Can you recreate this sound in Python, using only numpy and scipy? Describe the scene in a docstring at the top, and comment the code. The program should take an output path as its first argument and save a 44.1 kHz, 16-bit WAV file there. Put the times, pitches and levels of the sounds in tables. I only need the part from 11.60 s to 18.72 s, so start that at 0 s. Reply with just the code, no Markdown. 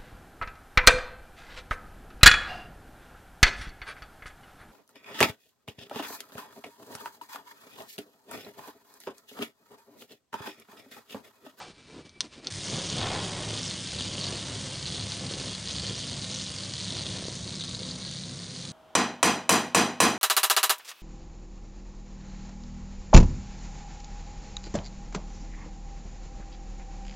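"""Fingers bump and rub a plastic drawing toy while a faint whistle wavers; a pen drags briefly on paper.
A switch clicks four times, then a small motor with an off-centre weight starts and shakes the toy.
It hops on felt pens: damped table modes drum, tips scratch the paper, loose pens and chassis rattle and clack.
Much later the hopping drops into a calmer gait. Reflections, a small room and a quiet hiss lie behind it all.
Noise and irregular impulses excite resonances and spectra; the result is the same in both channels."""
import sys
import numpy as np
from scipy import signal
from scipy.fft import rfft, irfft, next_fast_len
from scipy.io import wavfile
from scipy.ndimage import uniform_filter1d, map_coordinates

SR = 44100
rng = np.random.default_rng(int(sys.argv[2]) if len(sys.argv) > 2 else 0)


def generate_wav(signal):
    """Clip the signal to [-1, 1] and save it as 16-bit WAV at the path in sys.argv[1]."""
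    frames = np.transpose(np.atleast_2d(signal))
    scaled = np.clip(frames, -1, 1) * 32767
    pcm = np.round(scaled).astype(np.int16)
    wavfile.write(sys.argv[1], SR, pcm)


N = 313992


def hopping_toy():
    """Forced vibration: the turning weight throws the toy about, drumming the table and jolting loose plastic."""
    press = throw()
    push = press * blows(contacts(rate=210, scatter=.6), spread_db=2.5)
    on_table = table_drum(push) + tip_knocks(push, press) + thuds()
    return on_table + loose_parts(press) + clacks() + paper_scratch(push)


MOTOR_HZ, MOTOR_WAVER_HZ = 69.662, 1.1463  # mean turning rate, size of its random waver
THROW_DB, ALTERNATE_DB = 2, -0.5  # sway of the landings each turn, and over every two turns


def throw():
    """Rotating unbalance: the weight presses down once a turn, harder on every second turn. Rms 1."""
    turn_hz = MOTOR_HZ + MOTOR_WAVER_HZ * wobble(rate=6)
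    angle = 2 * np.pi * np.cumsum(turn_hz) / SR
    return unit(amp(THROW_DB * np.cos(angle) + ALTERNATE_DB * np.cos(angle / 2)))


# how hard the toy lands on the table, used as a swing about its mean: time_s, level_db
LANDING_SWING = [(0.92, -46.5), (1.15, -36.5), (1.27, -41), (1.42, -37.5), (1.6, -37.5), (1.74, -43),
                 (1.87, -40), (2.18, -52.5), (2.35, -51), (2.47, -46), (2.7, -43.5), (2.82, -47),
                 (3.25, -51.5), (3.74, -45.5), (3.95, -51), (4.28, -46.5), (4.41, -53), (4.5, -48.5),
                 (4.83, -52.5), (4.95, -48.5), (5.2, -51.5), (5.33, -45.5), (5.48, -49.5), (5.66, -49),
                 (5.8, -51), (6.08, -51.5), (6.22, -50.5), (6.68, -54.5), (7.12, -52)]
# how hard the legs shake in their holders, used as a swing about its mean: time_s, level_db
LEG_SWING = [(0.92, -38.5), (1.1, -36), (1.4, -39.5), (1.55, -40), (1.8, -47), (1.97, -37), (2.05, -44.5),
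             (2.2, -45), (2.42, -37), (2.53, -39.5), (2.64, -35.5), (2.8, -44), (3.24, -46), (3.27, -38),
             (3.43, -37.5), (3.46, -46.5), (3.52, -40.5), (3.64, -46), (3.75, -41.5), (3.93, -42.5),
             (4.02, -48.5), (4.1, -37), (4.3, -37.5), (4.42, -38.5), (4.55, -40), (4.68, -41), (4.8, -37),
             (4.93, -43.5), (5.25, -40.5), (5.39, -40.5), (5.52, -40), (5.75, -42), (5.83, -43),
             (6.02, -39), (6.2, -43.5), (6.3, -41.5), (6.38, -44), (6.52, -41.5), (6.75, -45.5),
             (6.88, -46), (6.97, -44.5), (7.12, -44.5)]
START_S = 0.90221  # the motor starts
CALM_S, CALM_TAKES_S = 5.7818, .3  # middle and length of the change to the calmer gait
FLUTTER_PER_S = 14  # knots of the random flutter


def shaken(part):
    """Driven response: the gain of one part builds up with the motor and follows landings and legs."""
    level_db, build_s, landing_share, leg_share, settle_db_per_s, calm_drop_db, flutter_db = part
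    t = np.arange(N) / SR
    running_s = np.maximum(t - START_S, 0)
    build_up = 1 - np.exp(-running_s / build_s)
    calm = np.clip(.5 + (t - CALM_S) / CALM_TAKES_S, 0, 1)
    hopping_db = landing_share * swing(LANDING_SWING) + leg_share * swing(LEG_SWING)
    hopping_db = hopping_db + flutter_db * wobble(FLUTTER_PER_S)
    return build_up * amp(level_db + hopping_db - settle_db_per_s * running_s - calm_drop_db * calm)


# resonances of the table; the first three are its slow modes: pitch_hz, width_hz, level_db (relative)
TABLE_MODES = [(71.392, 3.493, 0), (90.88, 13.367, -5), (105.19, 6.344, 8), (131.2, 9.94, 2),
               (155.77, 8.368, -1.5), (171.58, 7.169, 2.5), (194.04, 18.188, -1), (251.83, 7.276, -4.5),
               (338.26, 5.2, -12), (383.17, 2.8, -24.5), (519.69, 4.4, -11)]
# drive of slow and fast table modes, one row each: level_db, build_s, landing share, leg share,
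# settling_db_per_s, calm_drop_db, flutter_db
SLOW_MODES_DRIVE = (-45.5, 0.3368, 0.4205, 0.0451, 0.1153, 2, 0.5)
FAST_MODES_DRIVE = (-42, 0.3037, 0.1555, 0.1203, 0.5995, -3.5, 1)


def table_drum(push):
    """Modal resonance: the landings excite slow and faster damped modes of the table."""
    slow_boom, fast_boom = booms()
    slow = np.hypot(shaken(SLOW_MODES_DRIVE), slow_boom)
    fast = np.hypot(shaken(FAST_MODES_DRIVE), fast_boom)
    # which modes answer depends on where the toy stands and how it hops
    slow_ring = steady(ringing(push, TABLE_MODES[:3]))
    fast_ring = steady(ringing(push, TABLE_MODES[3:]))
    return slow * slow_ring + fast * fast_ring


# booms when the hopping falls in step with the table: peak_s, level_db, share of the faster modes (0-1)
TABLE_BOOMS = [(.965, -40.5, 0.26), (1.14, -35, 0.96), (1.35, -37.5, 1), (1.44, -37, 0),
               (1.62, -38.5, 0.61), (1.91, -39, 0), (2.04, -46, 0.75), (2.36, -44.5, 0),
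               (2.48, -45.5, 0.14), (2.64, -50, 0.34), (2.74, -48.5, 0.26), (2.93, -41.5, 0),
               (3.05, -46.5, 0.62), (3.28, -45.5, 0), (3.43, -38, 0), (3.66, -40.5, 0.89),
               (3.86, -46, 0.35), (4.2, -40.5, 0.37), (4.31, -41, 0.17), (4.53, -43, 0.53),
               (4.65, -43.5, 0.41), (5.15, -45.5, 0.14), (5.28, -43, 0.76), (5.39, -42, 0.58),
               (5.53, -39, 0.52), (5.86, -42.5, 0), (6.15, -42.5, 0.02), (6.29, -50, 0), (6.42, -54.5, .9),
               (6.68, -52, 0.02)]
BOOM_WIDTH_S = 0.06036


def booms():
    """Resonant build-up: gains of brief surges in the slow and the faster table modes."""
    peak_s, level_db, fast_share = np.transpose(TABLE_BOOMS)[..., None]
    t = np.arange(0, N, 64) / SR
    surges = amp(level_db) * np.exp(-((t - peak_s) / BOOM_WIDTH_S) ** 2)
    gains = []
    for share in (1 - fast_share, fast_share):
        coarse = (np.sqrt(share) * surges).sum(axis=0)
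        gains.append(np.interp(np.arange(N) / SR, t, coarse))
    return gains


# spectrum of a soft landing: pitch_hz, density_db_per_hz
SOFT_KNOCK = [(120, -22), (260, 4), (350, 2.5), (430, -1.5), (600, -1), (780, -12), (1050, -9), (1500, -19),
              (2200, -16.5), (3500, -16), (9000, -48)]
# spectrum of a hard landing: pitch_hz, density_db_per_hz
HARD_KNOCK_SPECTRUM = [(300, -14), (550, -3.5), (800, -2), (1100, -5.5), (1600, -10.5), (2500, -11.5),
                       (5000, -35)]
# drive of the tips: level_db, build_s, landing share, leg share, settling_db_per_s, calm_drop_db, flutter_db
TIP_DRIVE = (-44, 0.2401, 1, 0, 0.4657, -0.2813, 1.5)
HARD_LANDING_DB = -32  # knocks this loud are fully hard


def tip_knocks(push, press):
    """Contact time: harder landings of the tips are shorter, so they sound brighter."""
    knock = shaken(TIP_DRIVE)
    taps = push + 2.029 * press * blows(contacts(rate=400, scatter=.8), spread_db=2)
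    hard_taps = blows(contacts(rate=600, scatter=.7), spread_db=-0.5)
    hardness = np.minimum(knock / amp(HARD_LANDING_DB), 1)
    soft = unit(coloured(taps, SOFT_KNOCK)) / (1 + hardness)
    hard = amp(-3.5) * hardness * unit(coloured(hard_taps, HARD_KNOCK_SPECTRUM))
    return knock * (soft + press * hard)


# the heaviest landings: start_s, level_db
HEAVY_LANDINGS = [(1.1339, -37), (1.1658, -32), (1.1844, -29), (1.3791, -29.5), (1.393, -27), (1.9326, -29),
                  (2.7275, -33), (2.961, -36), (3.6227, -31.5), (3.6375, -37), (3.7109, -29), (3.741, -32),
                  (3.7691, -35), (4.2348, -33.5), (4.308, -31.5), (5.327, -34.5), (5.5952, -33),
                  (5.6251, -33.5), (5.6534, -30), (5.6834, -28.5), (5.865, -35.5), (6.19, -38),
                  (6.219, -34)]
# modes of each, before a random detune: pitch_hz, level_db (relative), life_s
HEAVY_MODES = [(178.5, -16.5, 0.0022), (357.2, -0.5, 0.001066), (503.95, -6, 0.001347),
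               (991.9, -12.5, 0.00069)]


def thuds():
    """Impact response: a pen tip strikes the table, which answers with a dull, short-lived knock."""
    start_s, level_db = np.transpose(HEAVY_LANDINGS)
    detune = np.exp(0.066 * rng.standard_normal(len(start_s)))
    knock = 0
    for hz, mode_db, life_s in HEAVY_MODES:
        knock = knock + amp(mode_db) * click(hz * detune, life_s, size=SR // 50)
    return placed(np.round(start_s * SR).astype(int), -amp(level_db)[:, None] * knock)


# bending modes of the chassis and of the pens: pitch_hz, level_db (relative)
CHASSIS_MODES = [(3080, -1), (3480, 2.5), (4600, -1.5), (6400, -12)]
PEN_MODES = [(3880, -2), (4300, 0), (4900, -16.5), (6150, -3)]
# modes of a thinner, brighter chatter: pitch_hz, level_db (relative)
BRIGHT_MODES = [(5400, 5.5), (6400, 8), (7300, -16)]
# bursts of that chatter as the toy turns: peak_s, level_db
BRIGHT_SWELLS = [(1.1, -43), (1.3, -43), (2.05, -42.5), (2.63, -51.5), (4.14, -50), (4.77, -43.5),
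                 (5.22, -49.5), (5.76, -48.5)]
# rasps of the lowest chassis modes in the first wild hops: peak_s, level_db
RASP_SWELLS = [(1.15, -45), (1.4, -40.5), (1.62, -45.5)]
# spells of the two lowest pen modes in the calm gait: peak_s, level_db
PEN_SWELLS = [(6.02, -42.5), (6.14, -49.5), (6.28, -41), (6.47, -45.5), (6.98, -51)]
BURST_WIDTH_S, RASP_WIDTH_S, SPELL_WIDTH_S = 0.10194, 0.09886, 0.0582
# small parts radiate weakly just below their lowest mode: pitch_hz, level_db
SMALL_PART_RADIATION = [(1200, 0), (2450, -2.5), (2900, 0)]
# drive of pens and chassis, one row each: level_db, build_s, landing share, leg share,
# settling_db_per_s, calm_drop_db, flutter_db
PEN_DRIVE = (-45, 0.3573, 0, 1.0222, -0.3274, -0.5, 1.2454)
CHASSIS_DRIVE = (-41, 0.2131, 0, .5, 1.5, 21, 0.6025)


def loose_parts(press):
    """Chaotic impacts: jolted pens and chassis tick and ring on their bending modes."""
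    # pens and chassis are jolted together, so the taps stay separate
    jolts = contacts(rate=250, scatter=.45)
    pens = shaken(PEN_DRIVE) * rattle(jolts, PEN_MODES, spread_db=4.0, life_s=0.00034314)
    chassis = shaken(CHASSIS_DRIVE) * rattle(jolts, CHASSIS_MODES, spread_db=3.2, life_s=0.00052)
    bright = rattle(contacts(rate=260, scatter=.55), BRIGHT_MODES, spread_db=6.0, life_s=0.00033)
    bright = bright * swells(BRIGHT_SWELLS, BURST_WIDTH_S)
    rasp = rattle(contacts(rate=480, scatter=.55), CHASSIS_MODES[:2], spread_db=5.5, life_s=0.001026)
    rasp = rasp * swells(RASP_SWELLS, RASP_WIDTH_S)
    pen_ring = rattle(contacts(rate=290, scatter=0.45), PEN_MODES[:2], spread_db=9.5, life_s=0.00066)
    pen_ring = pen_ring * swells(PEN_SWELLS, SPELL_WIDTH_S)
    radiated = coloured(pens + pen_ring + chassis + rasp + bright, SMALL_PART_RADIATION)
    return np.sqrt(press) * flight() * radiated


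def rattle(at, modes, spread_db, life_s):
    """Modal excitation: a part ticks at every jolt, each contact spot weighting its modes anew. Rms 1."""
    ticks = 0
    for hz, db in modes:
        detune, weight = rng.standard_normal((N // 40, 2))[:len(at)].T
        tick = click(hz * np.exp(0.06794 * detune), life_s)
        ticks = ticks + amp(db + 2 * weight)[:, None] * tick
    return unit(placed(at, blows(at, spread_db)[at, None] * ticks))


# the hardest clacks of the legs: start_s, level_db (relative), pitch_hz
LEG_CLACKS = [(1.176, -21.5, 3600), (1.3815, -22, 3900), (1.3854, -22, 4400), (1.4047, -21.5, 3800),
              (1.4083, -21.5, 4000), (1.4126, -21, 3800), (1.4693, -20.5, 3700), (1.5506, -22, 3900),
              (1.5614, -22, 4000), (1.9757, -20, 4000), (1.9915, -21, 5400), (2.0315, -18.5, 5400),
              (2.0624, -22, 5000), (2.0783, -21, 5400), (2.1056, -22, 4100), (2.1108, -19, 4000),
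              (2.2732, -22, 4900), (2.3876, -22.5, 4200), (2.4083, -22, 4000), (2.4413, -21, 4900),
              (2.6123, -19, 4200), (2.6406, -18, 5100), (2.6674, -22, 4400), (2.6756, -22, 4000),
              (2.7694, -23, 4600), (3.1566, -23, 4600), (3.2274, -22, 4700), (3.2565, -21.5, 4200),
              (3.2634, -20, 4200), (3.2742, -21, 3900), (3.2812, -23, 4100), (3.3035, -22.5, 3900),
              (3.3233, -22.5, 4100), (3.347, -22, 3900), (3.3513, -21.5, 3800), (3.3585, -22, 3900),
              (3.3959, -23, 4200), (3.4003, -22.5, 4300), (3.411, -22.5, 4000), (3.425, -22.5, 4100),
              (3.5007, -22, 5300), (3.5206, -18, 4400), (3.6666, -22.5, 4400), (3.7378, -19, 3900),
              (3.8009, -22, 4700), (3.8591, -23, 4800), (3.8948, -22, 4100), (3.9315, -23, 4200),
              (3.9503, -21, 4200), (4.0747, -19, 4100), (4.0858, -19, 4900), (4.0914, -22.5, 3800),
              (4.164, -21, 4400), (4.184, -18.5, 3800), (4.1974, -21, 4300), (4.2015, -22.5, 4400),
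              (4.2204, -21, 4800), (4.2671, -21, 4200), (4.2808, -22.5, 4200), (4.7136, -20.5, 5400),
              (4.812, -22, 4800), (4.963, -22, 4800), (4.9852, -23, 4400), (5.0357, -20.5, 4400),
              (5.1375, -21.5, 4600), (5.1542, -22, 4400), (5.2011, -23, 4000), (5.2073, -22, 4500),
              (5.3228, -21, 5100), (5.3691, -23, 4500), (5.3881, -21, 4200), (5.3942, -22, 4300),
              (5.4098, -23, 3900), (5.4187, -23, 4400), (5.4659, -18.5, 3500), (5.877, -22.5, 4200),
              (6.0384, -21, 4200), (6.1125, -23, 3900), (6.1485, -23.5, 4100), (6.1925, -24, 4500),
              (6.2325, -24, 4000), (6.2894, -23.5, 4000), (6.4503, -22, 4300), (6.5697, -25, 4500),
              (6.6947, -26, 4800), (6.7918, -25.5, 4360), (6.9632, -24, 4500)]
FLIGHT_S, FLIGHT_DB = .006, -4
CLACK_DB = -0.6  # trim of all clacks


def flight():
    """Free flight: without contact the legs rattle less, so the gain dips just before each hard clack."""
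    gain = np.ones(N)
    for start_s, _, _ in LEG_CLACKS:
        gain[round((start_s - FLIGHT_S) * SR):round(start_s * SR)] = amp(FLIGHT_DB)
    return uniform_filter1d(gain, size=SR // 1000)


def clacks():
    """Impact of legs in their holders: a broad crack, its own pitch, and the ring of pens and chassis."""
    start_s, level_db, pitch_hz = np.transpose(LEG_CLACKS)
    pitched = .6 * click(pitch_hz, life_s=.00034)
    crack = .5 * click(pitch_hz, life_s=.00005)
    pen_ring = .22 * click(PEN_MODES[1][0], life_s=.0004) + .14 * click(PEN_MODES[3][0], life_s=.0003)
    chassis_ring = .16 * click(CHASSIS_MODES[1][0], life_s=.0005)
    clack = pitched + crack + pen_ring + chassis_ring
    return placed(np.round(start_s * SR).astype(int), amp(level_db + CLACK_DB)[:, None] * clack)


# spectrum of the scratching: pitch_hz, density_db_per_hz
SCRATCH_SPECTRUM = [(400, -6.5), (1000, -2), (1600, 1.5), (2200, 3.5), (2600, -1), (3300, 6), (4600, 7.5),
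                    (5500, 5.5), (6400, 6), (7600, 1.5), (8500, 2.5), (9500, 2.5)]
# drive of the scratch: level_db, build_s, landing share, leg share, settling_db_per_s, calm_drop_db, flutter_db
SCRATCH_DRIVE = (-37.5, 0.0006, 0, 0.0304, 0.5924, 2.5, .5)


def paper_scratch(push):
    """Sliding friction: the tips skid over paper fibres, hardest as they land."""
    fibres = blows(contacts(rate=6000, scatter=.8), spread_db=0) * rng.standard_normal(N)
    skid = np.sqrt(np.abs(uniform_filter1d(push, size=SR // 300)))
    scratch = coloured(fibres * (1 + 0.5 * unit(skid)), SCRATCH_SPECTRUM)
    return shaken(SCRATCH_DRIVE) * unit(scratch)


# the switch clicks: start_s, level_db (peak), crack_db (broad crack over ring)
SWITCH_CLICKS = [(0.494, -37, 0), (0.6067, -7, 7), (0.846, -33, -19), (0.8706, -14.3, -8)]
# resonances of the switch case: pitch_hz, width_hz, level_db (relative)
CASE_MODES = [(3597, 355, -4), (4533, 242.5, 5.5), (5271, 680, -6.5), (6263.3, 359.2, -5.5)]
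# spectrum of the crack: pitch_hz, density_db_per_hz
SNAP_SPECTRUM = [(400, -42), (750, -23), (1050, -12), (2340, -11), (3450, -1), (5020, 0), (6210, -2),
                 (6950, -14), (9300, -12), (11000, -36)]
CHATTER_DB, CHATTER_T60_S = -8, .035


def switch():
    """Snap-through: the spring cracks over, rings the small case and chatters briefly as it settles."""
    out, t = np.zeros(N), np.arange(SR // 20) / SR
    chatter = rng.standard_normal(len(t)) * amp(-60 * t / CHATTER_T60_S) * (1 - np.exp(-t / .002))
    kick = signal.unit_impulse(len(t)) + amp(CHATTER_DB) * chatter / np.linalg.norm(chatter)
    ring = unit(ringing(kick, CASE_MODES))
    crack = unit(coloured(kick, SNAP_SPECTRUM))
    for start_s, level_db, crack_db in SWITCH_CLICKS:
        snap = ring + amp(crack_db) * crack
        out[round(start_s * SR):][:len(snap)] += amp(level_db) * snap / np.abs(snap).max()
    return out


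# the fingers shift their grip: peak_s, build_s, bump_db (dull bumping), rub_db (skin rubbing, before a trim)
GRIP_MOVES = [(0.023, 0.0961, -65.5, -45.5), (0.096, 0.0957, -52.5, -50), (.2, 0.05604, -59, -57.5),
              (.325, 0.12455, -64.5, -56), (0.397, 0.09868, -45.5, -53), (0.454, 0.00692, -51.5, -52.5),
              (.568, 0.0124, -60.5, -75), (0.649, 0.02794, -47, -49), (0.741, 0.02657, -59.5, -49.5),
              (.785, 0.02658, -49, -52.5), (0.873, 0.03966, -44.5, -45)]
# spectra of bumping, skin rubbing and the dragged pen: pitch_hz, density_db_per_hz
BUMP_SPECTRUM = [(29, -64.5), (50, -20), (156, -11.5), (193, -10), (372, -11), (546, -17.5), (696, -23),
                 (1500, -29.5), (1950, -60), (3300, -120)]
SKIN_SPECTRUM = [(350, -37), (600, -8), (716, -10.5), (874, -11), (2160, -10.5), (2410, -8), (2580, -8.5),
                 (4230, -8.5), (9210, -21.5), (10000, -23.5), (13000, -74), (22000, -120)]
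PAPER_SPECTRUM = [(120, -67.5), (200, -23), (399, -23), (512, 4), (650, -12.5), (736, 4.5), (934, -4.5),
                  (1120, -1), (3000, -28.5), (3900, -32.5), (6600, -120)]
GRIP_RELEASE_S, LET_GO_S = 0.02546, 1
HOLD_BUMP_DB, HOLD_RUB_DB, RUB_TRIM_DB = -69, -67.5, -1.5  # resting fingers; trim of all rubbing
DRAG_DB, DRAG_FADE_DB_PER_S = -38, 264


def stick_slips(rate):
    """Stick-slip friction: irregular impulses of random sign, about rate a second."""
    return blows(contacts(rate, scatter=.6), spread_db=5.0) * np.sign(rng.standard_normal(N))


def hand():
    """Friction and contact: fingers bump and rub the plastic in moves, and drag a pen over the paper."""
    t = np.arange(N) / SR
    bump = amp(HOLD_BUMP_DB) * (t < LET_GO_S)
    rub = amp(HOLD_RUB_DB) * (t < LET_GO_S)
    for peak_s, build_s, bump_db, rub_db in GRIP_MOVES:
        width_s = np.where(t < peak_s, build_s, GRIP_RELEASE_S)
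        move = np.exp(-np.minimum(((t - peak_s) / width_s) ** 2, 20))
        bump = np.hypot(bump, amp(bump_db) * move)
        rub = np.hypot(rub, amp(rub_db) * move)
    drag = amp(DRAG_DB - DRAG_FADE_DB_PER_S * np.minimum(t, 1))
    bumping = bump * unit(coloured(stick_slips(rate=900), BUMP_SPECTRUM))
    rubbing = amp(RUB_TRIM_DB) * rub * unit(coloured(stick_slips(rate=2700), SKIN_SPECTRUM))
    dragging = drag * unit(coloured(stick_slips(rate=1500), PAPER_SPECTRUM))
    return bumping + rubbing + dragging


# centre pitch of the thin whistle: time_s, pitch_hz
WHISTLE_PITCH = [(.05, 2340), (.33, 2330), (.45, 2300), (.58, 2318), (.8, 2325)]
# its swells, added to the steady level: peak_s, level_db
WHISTLE_BELLS = [(.07, -64.5), (.2, -71), (.315, -63), (.44, -70.5), (.485, -66.5), (.565, -59.5),
                 (.8, -70.5)]
WHISTLE_WAVER_HZ, WHISTLE_DB, WHISTLE_FLUTTER_DB, SWELL_WIDTH_S = 7.2, -74.5, 1, 0.02386


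def whistle():
    """Frequency and amplitude modulation: a faint wavering tone swells and fades, gone at 1 s."""
    t = np.arange(N) / SR
    level = amp(WHISTLE_DB) + swells(WHISTLE_BELLS, SWELL_WIDTH_S)
    level = level * amp(WHISTLE_FLUTTER_DB * wobble(rate=29.24))
    hz = np.interp(t, *np.transpose(WHISTLE_PITCH)) + WHISTLE_WAVER_HZ * wobble(rate=32)
    tone = unit(np.sin(2 * np.pi * np.cumsum(hz) / SR))
    return level * np.clip((LET_GO_S - t) / 0.0772, 0, 1) * tone


def answer(x, t60s, delay_s):
    """Diffuse reflection: a fresh random diffuse echo for every fifth of a second of sound."""
    out, hop = np.zeros(N + SR), SR // 5
    for start in range(0, N, hop):
        echo = signal.fftconvolve(x[start:start + hop], tail(t60s))
        out[start + int(delay_s * SR):][:len(echo)] += echo
    return out[:N]


def tail(t60s):
    """Reverberant decay of energy 1: each frequency of a noise dies at its own speed."""
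    hz, t, z = signal.stft(rng.standard_normal(SR // 3), SR, nperseg=256)
    x = signal.istft(z * amp(-60 * t / along(t60s, hz)[:, None]), SR, nperseg=256)[1]
    return x / np.linalg.norm(x)


def click(hz, life_s, size=SR // 200):
    """Damped oscillation: short ticks of one mode, one row per pitch."""
    t = np.arange(size) / SR
    u = t / life_s
    return u * np.exp(1 - u) * np.sin(2 * np.pi * np.reshape(hz, (-1, 1)) * t)


def contacts(rate, scatter):
    """Chaotic bouncing: sample indices of irregular contacts, about rate a second."""
    gaps = np.exp(scatter * rng.standard_normal(N // 4))
    at = (np.cumsum(gaps / gaps.mean()) * SR / rate).astype(int)
    return at[at < N]


def blows(at, spread_db):
    """Impulsive excitation: impulses of uneven size and steady power."""
    sizes = np.clip(rng.standard_normal(N // 4)[:len(at)], -2, 1.6)
    return steady(np.bincount(at, amp(spread_db * sizes), N))


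def steady(x):
    """Level normalisation: divide by the running rms over 1/12 s, so separate curves set the loudness."""
    power = np.abs(uniform_filter1d(x ** 2, size=SR // 12))
    return x / np.sqrt(power + 1e-9 * np.mean(x ** 2))


def placed(at, rows):
    """Superposition: sum short sounds, each starting at its own sample."""
    samples = at[:, None] + np.arange(rows.shape[1])
    return np.bincount(samples.ravel(), rows.ravel(), N)[:N]


def swells(rows, width_s):
    """Amplitude envelope: the gain of brief bell-shaped swells at (peak_s, level_db)."""
    peak_s, level_db = np.transpose(rows)[..., None]
    t = np.arange(0, N, 64) / SR
    bells = amp(level_db) * np.exp(-((t - peak_s) / width_s) ** 2)
    return np.interp(np.arange(N) / SR, t, bells.sum(axis=0))


def swing(rows):
    """Level variation: a (time_s, level_db) curve as dB about its own mean."""
    db = np.interp(np.arange(N) / SR, *np.transpose(rows))
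    return db - db.mean()


def wobble(rate):
    """Random modulation: a smooth curve with rate knots a second."""
    t = np.linspace(0, N / SR, 2048)
    curve = map_coordinates(rng.standard_normal(len(t)), [t * rate], mode="mirror")
    return np.interp(np.arange(N) / SR, t, curve)


def ringing(x, modes):
    """Modal sum: x through damped resonances of alternating sign."""
    def response(f):
        total = 0
        for k, (centre, width, db) in enumerate(modes):
            damping = 1j * f * width
            total = total + (-1) ** k * amp(db) * damping / (centre * centre - f * f + damping)
        return total
    return filtered(x, response)


def coloured(x, spectrum):
    """Minimum phase: give x a spectrum causally, so that attacks stay sharp."""
    def response(hz):
        cepstrum = irfft(np.log(amp(along(spectrum, hz))))
        return np.exp(rfft(2 * cepstrum[:len(cepstrum) // 2], len(cepstrum)) - cepstrum[0])
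    return filtered(x, response)


def filtered(x, response):
    """Linear filtering: x times a complex response of frequency."""
    m = 2 * next_fast_len((len(x) + SR // 2) // 2)
    return irfft(rfft(x, m) * response(np.fft.rfftfreq(m, 1 / SR)), m)[:len(x)]


def along(points, hz):
    """Logarithmic pitch scale: (pitch_hz, value) points read on a log axis."""
    f, v = np.transpose(points)
    return np.interp(np.log(hz + 1), np.log(f + 1), v)


def amp(db):
    """Level to amplitude: decibels to gain."""
    return 10 ** (np.asarray(db) / 20)


def unit(x):
    """Root mean square: scale to rms 1."""
    return x / np.sqrt(np.mean(x ** 2) + 1e-20)


# reverberation of the small room: pitch_hz, t60_s
ROOM_DECAY = [(150, 0.44), (1000, 0.48), (4000, 0.22), (10000, 0.42)]
# spectrum of the quiet hiss: pitch_hz, density_db_per_hz
HISS_SPECTRUM = [(20, -8.5), (60, 1.5), (200, -1), (420, -13.5), (1500, -18), (4800, -15), (7500, -29.5),
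                 (9500, -21)]


def scene():
    """Superposition: toy and hand, reflections from table and backdrop, the room and its quiet hiss."""
    toy = hopping_toy()
    fingers = hand() + switch()
    reflected = [(250, -22.5), (700, -4.0)]  # pitch_hz, level_db: small surfaces reflect little bass
    near_decay = [(1000, 0.033), (9000, 0.045)]  # pitch_hz, t60_s
    near = amp(-7.0) * answer(coloured(toy + fingers, reflected), near_decay, delay_s=.0025)
    # the hand covers the switch, so less of it reaches the room
    to_room = coloured(toy + amp(-10.5) * fingers, reflected)
    room = amp(-7.5) * answer(to_room, ROOM_DECAY, delay_s=.008)
    hiss = amp(-59.5) * unit(coloured(rng.standard_normal(N), HISS_SPECTRUM))
    return np.tile(toy + fingers + near + room + whistle() + hiss, (2, 1))


TOP_HZ = 9700


def record(dry):
    """Band limitation: a very steep low-pass leaves almost nothing above TOP_HZ."""
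    def low_pass(hz):
        return 1 / np.sqrt(1 + (hz / TOP_HZ) ** 300)
    return np.array([filtered(x, low_pass) for x in dry])


dry = scene()
out = record(dry)
generate_wav(out)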